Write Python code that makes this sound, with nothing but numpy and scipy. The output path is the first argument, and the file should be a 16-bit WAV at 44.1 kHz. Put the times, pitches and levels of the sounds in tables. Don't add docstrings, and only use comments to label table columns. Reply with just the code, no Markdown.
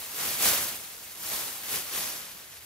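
import sys
import numpy as np
from scipy import signal
from scipy.fft import rfft, irfft, next_fast_len
from scipy.io import wavfile

SR = 44100
rng = np.random.default_rng(int(sys.argv[2]) if len(sys.argv) > 2 else 0)


def wav_record(signal):
    frames = np.transpose(np.atleast_2d(signal))
    bounded = np.clip(frames, -1, 1)
    quanta = np.round(bounded * 32767).astype(np.int16)
    wavfile.write(sys.argv[1], SR, quanta)


def magnitude_from_level(level_db):
    exponent = np.asarray(level_db, float) / 20
    return 10 ** exponent


N = 116865


def rms_one(x):
    return x / np.sqrt(np.mean(x ** 2) + 1e-20)


def shaped(x, gain_at):
    size = next_fast_len(N + 4096)
    hz = np.arange(size // 2 + 1) * SR / size + 1
    return irfft(rfft(x, size) * gain_at(hz), size)[..., :N]


def at_hz(points, hz):
    table_hz, table_db = np.transpose(points)
    return np.interp(np.log(hz), np.log(table_hz), table_db)


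def drift(rate_hz):
    r = np.exp(-80 * np.pi * rate_hz / SR)
    noise = rng.standard_normal(N // 40 + 2002)
    slow = signal.lfilter([1], [1, -2 * r, r * r], noise)[2000:]
    return np.interp(np.arange(N) / 40, np.arange(len(slow)), rms_one(slow - slow.mean()))


def bumps(rows):
    t = np.arange(N) / SR
    return sum(db * np.exp(-.5 * ((t - centre) / half) ** 2) for centre, db, half in rows)


# time in seconds, level in dB, brightness in dB.
SHAKE = [(0.0, -40.5, -2.5), (0.11, -42.5, -2), (0.23, -31, -3.5), (0.37, -34.5, -2.5), (0.46, -23.5, -3),
         (0.74, -38.5, -2.5), (0.79, -45, -1), (0.97, -45.5, -3.5), (1.16, -46.5, -2), (1.34, -33, -1.5),
         (1.61, -42, -2.5), (1.67, -38.5, -3), (1.73, -32, -2), (1.86, -41, -4), (1.98, -32.5, -2.5),
         (2.34, -45.5, -5.5), (2.65, -50.5, -4)]
# centre in seconds, gain in dB, half width in seconds.
TUGS = [(.42, 1, 0.017), (.465, 0.5, .015), (1.76, 2.5, .02), (.39, -2, .015), (.76, 1.5, 0.011),
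        (.85, 2, 0.015), (1.8, 1.5, .02), (2.04, 0.5, 0.035), (2.63, 2.5, 0.017), (1.07, 2, 0.017),
        (1.24, 1.5, 0.024), (1.7, 0, 0.025), (1.96, 1, .03), (2.416, 1, 0.026), (2.566, 3, 0.016)]


def vigour():
    t = np.arange(N) / SR
    shake_s, shake_db, bright_db = np.transpose(SHAKE)
    return np.interp(t, shake_s, shake_db) + bumps(TUGS), np.interp(t, shake_s, bright_db)


def creases(level_db, bright_db):
    snaps_per_s, density_follows, spread_db = 9000, .3, 1.5
    density = magnitude_from_level(density_follows * (level_db - level_db.mean()))
    chance = np.clip(snaps_per_s * density / SR, 1e-3, 1)
    sizes = magnitude_from_level(spread_db * np.minimum(rng.exponential(1, (2, N)), 5))
    sizes = sizes * rng.choice([-1, 1], (2, N))
    happens = rng.random((2, N)) < chance
    snaps = rms_one(sizes * happens / np.sqrt(chance))
    clumps_db = .6 * drift(90)
    flutter_db = .4 * drift(9)
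    snaps = snaps * magnitude_from_level(level_db + clumps_db + flutter_db)
    rustle = 0
    for step in np.arange(-7., 3., .5):
        share = lambda hz: np.cos(np.pi * np.clip(np.log2(hz / 2800) - step, -.5, .5)) ** 2
        flicker_db = 1.0 * drift(40)
        rustle = rustle + shaped(snaps, share) * magnitude_from_level(flicker_db + bright_db * max(step, 0) / 2)
    return rustle


def room(x):
    t60_s, wet_db, delay_s = 0.19, -9, 0.0065
    t = np.arange(SR // 2) / SR
    part = rng.integers(0, 4, N)
    wet = 0
    for k in range(4):
        tail = rng.standard_normal((2, len(t))) * magnitude_from_level(-60 * t / t60_s) * (t > delay_s)
        tail = tail / np.sqrt(np.sum(tail ** 2, axis=1, keepdims=True))
        wet = wet + signal.fftconvolve(x * (part == k), tail, axes=1)[:, :N]
    return (x + magnitude_from_level(wet_db) * wet) / np.sqrt(1 + magnitude_from_level(2 * wet_db))


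# frequency in Hz, level in dB.
FILM = [(60, -6), (140, -6), (500, -3), (1430, -2.5), (7300, -1), (8600, -0.5), (12600, 2.5), (16000, -1.5)]
# frequency in Hz, side minus mid in dB.
WIDTH = [(60, -38), (180, -26), (500, -5.5), (1500, -2.5), (3000, -3.5), (6500, -2), (8600, 5.5),
         (10200, -4.5)]


def rustle_at_microphone(rustle):
    mid, side = shaped(rustle, lambda hz: magnitude_from_level(at_hz(FILM, hz) + 4.5))
    side = shaped(side, lambda hz: magnitude_from_level(at_hz(WIDTH, hz)))
    lean = 0.15 * mid + 0.65 * np.gradient(mid)
    side = side + shaped(lean, lambda hz: 1 / (1 + (500 / hz) ** 2) / (1 + (hz / 7000) ** 4))
    return mid, side


# centre in seconds, gain in dB, half width in seconds.
PUSHES = [
    (.24, 2, 0.05),
    (.47, 0, 0.055),
    (.7, 2, 0.055),
    (1.23, 10, .02),
    (1.65, -8, 0.031),
    (1.77, 3, 0.02),
    (2.2, 1, .06),
    (2.55, 0, .08),
]


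def puffs(level_db):
    centre_hz, puff_db, follows = 136, -26, 1.16
    band = lambda hz: (hz / centre_hz) ** 2 / (1 + (hz / centre_hz) ** 4)
    air = rms_one(shaped(rng.standard_normal((2, N)), band))
    peak_db = level_db.max()
    return air * magnitude_from_level(puff_db + peak_db + follows * (level_db - peak_db) + bumps(PUSHES))


def rumble():
    low_hz, high_hz, rumble_db = 47.7, 64.6, -64
    band = lambda hz: 1 / (1 + (low_hz / hz) ** 3) / (1 + (hz / high_hz) ** 2)
    return magnitude_from_level(rumble_db) * rms_one(shaped(rng.standard_normal((2, N)), band))


def scene():
    level_db, bright_db = vigour()
    mid, side = rustle_at_microphone(room(creases(level_db, bright_db)))
    low_mid, low_side = puffs(level_db) + rumble()
    mid = mid + low_mid
    side = side + magnitude_from_level(-16) * low_side
    left_db = -0.24
    return np.array([mid + side, mid - side]) * magnitude_from_level([[left_db], [-left_db]])


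# centre in Hz, width in Hz, gain in dB.
PORTS = [(8600, 500, -3), (12550, 120, -3), (12870, 130, 6), (13450, 300, -9), (14100, 300, 5)]


def port_colour(mid):
    colour_db = lambda hz: sum(db * np.exp(-.5 * ((hz - at) / wide) ** 2) for at, wide, db in PORTS)
    return shaped(mid, lambda hz: magnitude_from_level(colour_db(hz)))


def dropped(x, bands, chance):
    lost = 0
    for low, high, bias in bands:
        shut = np.clip((bias - chance()) * 8, 0, 1)
        lost = lost + shaped(x, lambda hz: (hz > low) & (hz < high)) * shut
    return x - lost


# low edge in Hz, high edge in Hz, bias to be shut.
MID_DROPS = [(13050, 13400, .3), (13400, 13780, .9)]
# low edge in Hz, high edge in Hz, bias to be shut.
SIDE_DROPS = [(10340, 11020, 1.0), (11020, 11710, -.5), (11710, 13090, -.3), (13090, 14470, .3),
              (14470, 15160, .2), (15160, 16000, -.2)]


def treble_dropouts(mid, side):
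    dropout_hz, quiet_after_s, quiet_top_hz = 8, 1.8, 15200
    side = dropped(side, SIDE_DROPS, lambda: drift(dropout_hz))
    shared = drift(dropout_hz)
    mid = dropped(mid, MID_DROPS, lambda: shared)
    late = np.where(np.arange(N) > quiet_after_s * SR, .1, -9)
    mid = dropped(mid, [(quiet_top_hz, SR, late)], lambda: drift(dropout_hz))
    return mid, side


def low_pass(x):
    return signal.sosfilt(signal.butter(12, 16900, fs=SR, output="sos"), x)


def record(dry):
    mid, side = (dry[0] + dry[1]) / 2, (dry[0] - dry[1]) / 2
    side = shaped(side, lambda hz: np.where(hz > 10340, magnitude_from_level(-0.5), 1))
    mid, side = treble_dropouts(port_colour(mid), side)
    bass_hz, top_hz = 47.7, 15720
    both = np.array([mid + side, mid - side])
    both = shaped(both, lambda hz: (hz < top_hz) / (1 + (bass_hz / hz) ** 3))
    return low_pass(both)


dry = scene()
out = record(dry)
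wav_record(out)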